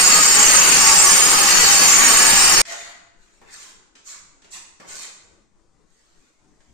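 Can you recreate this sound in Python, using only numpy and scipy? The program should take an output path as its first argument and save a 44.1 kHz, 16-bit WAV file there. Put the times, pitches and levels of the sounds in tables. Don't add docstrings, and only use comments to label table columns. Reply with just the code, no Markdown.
import sys
import numpy as np
from scipy import signal
from scipy.fft import rfft, irfft, next_fast_len
from scipy.io import wavfile
from scipy.ndimage import uniform_filter1d, map_coordinates

SR = 44100
rng = np.random.default_rng(int(sys.argv[2]) if len(sys.argv) > 2 else 0)


def waveform_to_disk(signal):
    frames = np.transpose(np.atleast_2d(signal))
    scaled = np.clip(frames, -1, 1) * 32767
    samples = np.round(scaled).astype(np.int16)
    wavfile.write(sys.argv[1], SR, samples)


N = 296793


def amp(db):
    return 10 ** (np.asarray(db) / 20)


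def unit(x):
    return x / np.sqrt(np.mean(x ** 2) + 1e-20)


def clock():
    return np.arange(N) / SR


def along(points, hz):
    f, v = np.transpose(points)
    return np.interp(np.log(hz + 1), np.log(f + 1), v)


def automation(points):
    return np.interp(clock(), *np.transpose(points))


def wobble(rate):
    knots = rng.standard_normal(int(N * rate / SR) + 4)
    coarse = np.arange(0, N, 32) / SR
    return np.interp(clock(), coarse, map_coordinates(knots, [coarse * rate]))


def filtered(x, response):
    size = next_fast_len(N + SR // 4)
    return irfft(rfft(x, size) * response(np.fft.rfftfreq(size, 1 / SR)), size)[..., :N]


def coloured(x, spectrum):
    return unit(filtered(x, lambda hz: amp(along(spectrum, hz))))


def diffuse(alike):
    left, right, both = rng.standard_normal((3, N))
    return np.sqrt(1 - alike) * np.array([left, right]) + np.sqrt(alike) * both


def patchy(x, depth_db, size=512, count=9):
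    spectra = signal.stft(x, nperseg=size)[2]
    field = uniform_filter1d(rng.standard_normal(spectra.shape[1:]), 2, axis=0)
    field = uniform_filter1d(field, count, axis=1)
    return signal.istft(spectra * amp(depth_db * unit(field)), nperseg=size)[1][:, :N]


def resonance(hz, centre, width):
    return 1j * hz * width / (centre ** 2 - hz ** 2 + 1j * hz * width)


def panned(x, pan_db):
    return x * amp([[pan_db / 2], [-pan_db / 2]])


def modes(table, skirt):
    size = next_fast_len(N // 4 + 1) * 4
    hz = np.fft.rfftfreq(size, 1 / SR)
    blows = rfft(diffuse(alike=0.065), size)
    for centre, width, db in table:
        shape = resonance(hz, centre, width) * resonance(hz, centre, skirt * width) ** 2
        yield centre, amp(db) * np.fft.ifft(blows * shape, size)[:, :N]


def sustained(mode, hold_s=0.028):
    power = uniform_filter1d(np.mean(np.abs(mode) ** 2, axis=0), int(hold_s * SR))
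    return mode * np.cbrt(power.mean() / (np.abs(power) + 1e-20))


def grit(turn, rub_db=1.1, trim_db=2):
    # t/s, level/dB
    bite = [(0.0, -15.5), (0.01, -22.5), (0.12, -19), (0.13, -20.5), (0.35, -23), (0.38, -19.5),
            (0.46, -20.5), (0.5, -18), (0.56, -19.5), (0.9, -20), (1.02, -21.5), (1.59, -19.5), (1.97, -20),
            (1.98, -18.5), (2.58, -20), (2.6, -19)]
    # f/Hz, level/dB
    grit_eq = [(25, -10), (60, -12), (120, -17.5), (165, -3.5), (650, -4.5), (1100, 0), (1900, 0),
               (2900, 1), (3450, -7), (4050, -4.5), (4700, -19.5), (5500, -20), (8300, -41), (9200, -17),
               (15000, -19)]
    fine = patchy(diffuse(alike=0.1), depth_db=2.6, size=4096, count=3)
    flickering_hiss = patchy(fine, depth_db=2.0, size=1024, count=4)
    rub = amp(rub_db * np.sin(2 * turn))
    return amp(automation(bite) + trim_db) * coloured(flickering_hiss * rub, grit_eq)


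def draught(start_db=-41.5, rise_db_per_s=2.5, flutter_db=2.2):
    # f/Hz, level/dB
    draught_eq = [(20, 5.5), (35, -2.5), (65, -13), (120, -17.5), (400, -48)]
    gusts_db = start_db + rise_db_per_s * clock() + flutter_db * wobble(11)
    return amp(gusts_db) * coloured(diffuse(alike=0.18), draught_eq)


def disc(turn, drift_hz=6, bend_hz=7.5, swell_db=1.8, top_db=-26):
    # f/Hz, width/Hz, level/dB
    disc_modes = [(3810, 50, -10), (4385, 60, -8), (4470, 95, -4.5), (4620, 50, -7), (4928, 42, -3),
                  (5061, 36, -2), (5383, 42, -2.5), (5540, 36, .5), (6072, 48, 1), (6710, 48, 3.5),
                  (6795, 70, 1.5), (6980, 90, -15), (7215, 70, -10), (7480, 95, -3), (7605, 48, 3),
                  (8520, 44, 2.5), (9582, 48, -8), (10385, 80, -17), (10766, 60, -8), (11980, 70, -16),
                  (12480, 75, -14.5), (13385, 60, -14.5), (14720, 110, -15)]
    borders = [5800, 8000, 9000]
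    # t/s, level/dB
    low_ride = [(0, -18.5), (.4, -19.5), (.6, -20.5), (.85, -18), (1.2, -19.5), (1.65, -18), (2.0, -20),
                (2.6, -18)]
    main_ride = [(0, -15.5), (.12, -14), (.3, -14), (.47, -12.5), (.8, -14), (1.1, -13.5), (1.42, -16),
                 (1.68, -14), (2.6, -15)]
    shrill_ride = [(0, -21.5), (.55, -23.5), (.83, -17), (1.15, -17), (1.35, -23), (1.7, -22.5),
                   (1.95, -22), (2.3, -19.5), (2.43, -16), (2.6, -17.5)]
    drift = drift_hz * wobble(3.6)
    groups = np.zeros((len(borders) + 1, 2, N))
    for centre, mode in modes(disc_modes, skirt=3.0):
        bend = 2 * np.pi * np.cumsum(drift + bend_hz * wobble(9)) / SR
        angle = turn + rng.uniform(0, 2 * np.pi)
        swing = .22 * np.sin(angle) + .08 * np.sin(2 * angle)
        ringing = (sustained(mode) * np.exp(1j * (bend + swing))).real
        groups[np.searchsorted(borders, centre)] += amp(swell_db * wobble(3.9)) * ringing
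    levels_db = [automation(low_ride), automation(main_ride), automation(shrill_ride), top_db]
    ring = sum(amp(db) * unit(group) for db, group in zip(levels_db, groups))
    return ring.std() * unit(patchy(ring, depth_db=2.1, size=1024, count=4))


def guard(howl_db=-26.5, wander_db=3.5):
    # f/Hz, width/Hz, level/dB
    guard_modes = [(802, 20, -2), (826, 20, -5), (902, 22, -3), (1131, 16, -1), (1160, 24, -1),
                   (1256, 16, -1.5), (1488, 25, -5), (1701, 28, -6), (1826, 14, -1), (1946, 12, 1),
                   (2189, 14, -3.5), (2604, 16, -5)]
    # t/s, half length/s, f/Hz, level/dB
    binds = [(0.15, .06, 826, -35), (0.15, .06, 1165, -32.5), (0.16, .05, 1256, -33),
             (0.40, .055, 826, -30.5), (0.40, .055, 1165, -28.5), (0.61, .06, 1256, -32),
             (0.88, .09, 1351, -33.5), (0.89, .09, 1131, -25), (0.90, .075, 902, -28),
             (0.96, .13, 802, -32.5), (1.22, .05, 1256, -30), (1.29, .03, 802, -34),
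             (1.37, .09, 1256, -32.5), (1.44, .055, 802, -29.5), (1.46, .08, 1150, -34),
             (1.60, .05, 1946, -30), (1.72, .075, 802, -29), (1.81, .04, 1701, -31.5),
             (2.02, .05, 1946, -33), (2.03, .04, 1600, -31.5), (2.05, .075, 1826, -28.5),
             (2.18, .13, 1140, -31.5), (2.25, .15, 1701, -30.5), (2.36, .05, 802, -32.5),
             (2.53, .06, 802, -33.5), (2.54, .08, 1701, -32)]
    t = clock()
    howl = sum(amp(wander_db * wobble(5.4)) * mode.real for _, mode in modes(guard_modes, skirt=6))
    phases = rng.uniform(0, 2 * np.pi, (len(binds), 2, 1))
    song = np.zeros((2, N))
    for (peak_s, half_s, hz, db), phase in zip(binds, phases):
        near = np.abs(t - peak_s) < np.pi * half_s
        swell = amp(db) * np.exp(-((t[near] - peak_s) / half_s) ** 2)
        ear_phase = phase[0] + phase / 4
        song[:, near] += swell * np.sin(2 * np.pi * hz * t[near] + ear_phase)
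    return amp(howl_db) * unit(howl) + np.sqrt(2) * song


def grinder(spin_hz=112.5, waver_hz=2.2):
    # f/Hz, left over right/dB
    balance = [(60, 2), (110, 9), (200, 1), (380, 6), (700, 1.5), (1280, 6.5), (2370, 0.5), (4370, 1),
               (8070, -2.5), (14900, 1.5)]
    turn = 2 * np.pi * np.cumsum(spin_hz + waver_hz * wobble(15)) / SR
    tool = grit(turn) + draught() + disc(turn) + guard()
    return filtered(tool, lambda hz: amp(np.outer([.5, -.5], along(balance, hz))))


def room_tone(level_db=-60.0, wander_db=2.2):
    # f/Hz, level/dB
    air_eq = [(10, 6), (30, 0.5), (65, -9.5), (120, -13), (180, -8), (260, -10.5), (335, -7), (420, -12),
              (550, -16.5), (1200, -21), (3000, -33), (7000, -27.5), (9000, -34), (11000, -56.5)]
    gain = amp(level_db + wander_db * wobble(10.0))
    air = patchy(diffuse(alike=0.45), depth_db=3.5, size=2048, count=4)
    return gain * coloured(air, air_eq)


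def sand(grain_db=0.5, stick_db=0.7):
    drag = patchy(diffuse(alike=0.049), depth_db=5.5)
    return drag * amp(grain_db * wobble(650) + stick_db * wobble(60))


def crunch(per_s):
    return unit((rng.random(N) < per_s / SR) * rng.standard_normal((2, N)))


def pressure(age, length, swell_db, attack_s=0.035, release_s=0.04, ease_share=0.18):
    landing = np.clip(age / max(attack_s, ease_share * length), 0, 1)
    pressing = amp(swell_db * (np.clip(age / length, 0, 1) - .5))
    lifting = np.exp(-np.maximum(age - length, 0) / release_s)
    return landing * pressing * lifting


def trowel(crunch_db=-4, rasp_lag_s=0.0076, echo_db=-2.5):
    # t/s, length/s, hiss level/dB, rasp level/dB, swell/dB, blade ring/ratio
    strokes = [(2.42, 0.074, -44, -46, 0, 1.1), (2.643, 0.079, -40, -37, 9.5, 1.9),
               (2.765, 0.13, -53, -46.5, 0, 0.78), (3.17, 0.29, -68.5, -66, -6, .45),
               (3.449, 0.048, -60, -55.5, 4, 0.55), (3.503, 0.19, -47, -50, -5, 0.15),
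               (4.04, 0.083, -41.5, -48, 4.5, 0.15), (4.502, 0.048, -38, -44, 2, 0.22),
               (4.858, 0.18, -40, -44.5, 4, 0.12), (5.852, 0.44, -68, -69, -1.5, .1),
               (6.287, .43, -75, -80, 6, 0.4)]
    # f/Hz, level/dB
    hiss_eq = [(2000, -53), (3800, -9.5), (5400, -6), (7000, 1), (8000, -3.5), (9000, -10.5), (9700, -21),
               (12000, -24), (15000, -26.5)]
    rasp_eq = [(100, -37.5), (300, -13), (700, -7.5), (1400, 0.5), (2100, -1), (3200, -5), (4500, -4.5),
               (7000, -28.5)]
    # f/Hz, width/Hz, level/dB
    blade = [(686, 22, 4), (870, 18, -2), (1933, 18, 0), (2013, 45, 4), (2105, 45, 1.5), (2509, 30, -4),
             (2832, 20, -4), (3822, 35, -2)]
    t = clock()
    grains = sand() + amp(crunch_db) * crunch(per_s=260)
    hiss = panned(coloured(grains, hiss_eq), pan_db=-3.0)
    rasp = panned(coloured(sand(), rasp_eq), pan_db=4.0)
    ringing = filtered(rasp, lambda hz: sum(amp(db) * resonance(hz, f, width) for f, width, db in blade))
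    scrape = np.zeros((2, N))
    for start, length, hiss_db, rasp_db, swell_db, ring in strokes:
        steel = unit(rasp + ring * ringing)
        scrape += amp(hiss_db) * pressure(t - start, length, swell_db) * hiss
        scrape += amp(rasp_db) * pressure(t - start - rasp_lag_s, length, swell_db) * steel
    return scrape + amp(echo_db) * wall_echo(scrape)


def wall_echo(x):
    # f/Hz, t60/s
    decay = [(100, 0.8), (500, 0.96), (1500, 0.85), (4000, 0.7), (7500, 0.67), (14000, 0.18)]
    hz, t, spectra = signal.stft(rng.standard_normal((2, SR)), SR, nperseg=256)
    fade = amp(-60 * t / along(decay, hz)[:, None])
    tail = signal.istft(spectra * fade, SR, nperseg=256)[1]
    return signal.fftconvolve(x, tail / np.linalg.norm(tail[0]), axes=1)[:, :N]


def knocks(thud_t60=0.081, click_t60=0.039, attack_s=0.0044, echo_db=5.0):
    # t/s, thud level/dB, click level/dB
    hits = [(2.651, -61, -28.5), (3.413, -45, -48), (3.952, -56, -38.5), (4.419, -60, -44),
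            (4.443, -52, -44), (4.798, -39, -38), (4.845, -43.5, -55), (6.603, -62, -53.5)]
    # f/Hz, level/dB
    thud_eq = [(60, -31.5), (170, 6.5), (550, 3), (1100, 1), (2200, -5), (5000, -31)]
    click_eq = [(600, -3), (1500, 9), (4000, 7), (7500, 8.5), (9500, -8), (15000, -40)]
    t = clock()
    thud, click = np.zeros((2, N))
    for start, thud_db, click_db in hits:
        age = np.maximum(t - start, 0)
        rise = 1 - np.exp(-age / attack_s)
        thud += rise * amp(thud_db - 60 * age / thud_t60)
        click += rise * amp(click_db - 60 * age / click_t60)
    blows = thud * coloured(diffuse(alike=0.61), thud_eq) + click * coloured(diffuse(alike=.3), click_eq)
    return blows + amp(echo_db) * wall_echo(blows)


def hand_bump(peak_s=6.715, half_s=.035, level_db=-55):
    # f/Hz, level/dB
    bump_eq = [(20, 1), (42, 9), (80, -11), (220, 1), (500, -22), (1500, -53)]
    swell = amp(level_db) * np.exp(-((clock() - peak_s) / half_s) ** 2)
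    return swell * coloured(diffuse(alike=0.75), bump_eq)


def scene(cut_s=2.6175, crossfade_s=0.0023):
    grinding = grinder()
    plastering = trowel() + knocks() + panned(room_tone() + hand_bump(), pan_db=5.5)
    before = np.clip((cut_s - clock()) / crossfade_s + .5, 0, 1)
    return before * grinding + (1 - before) * plastering


def record(dry):
    top_hz = 15400
    return filtered(np.clip(dry, -1, 1), lambda hz: 1 / (1 + (hz / top_hz) ** 300))


dry = scene()
out = record(dry)
waveform_to_disk(out)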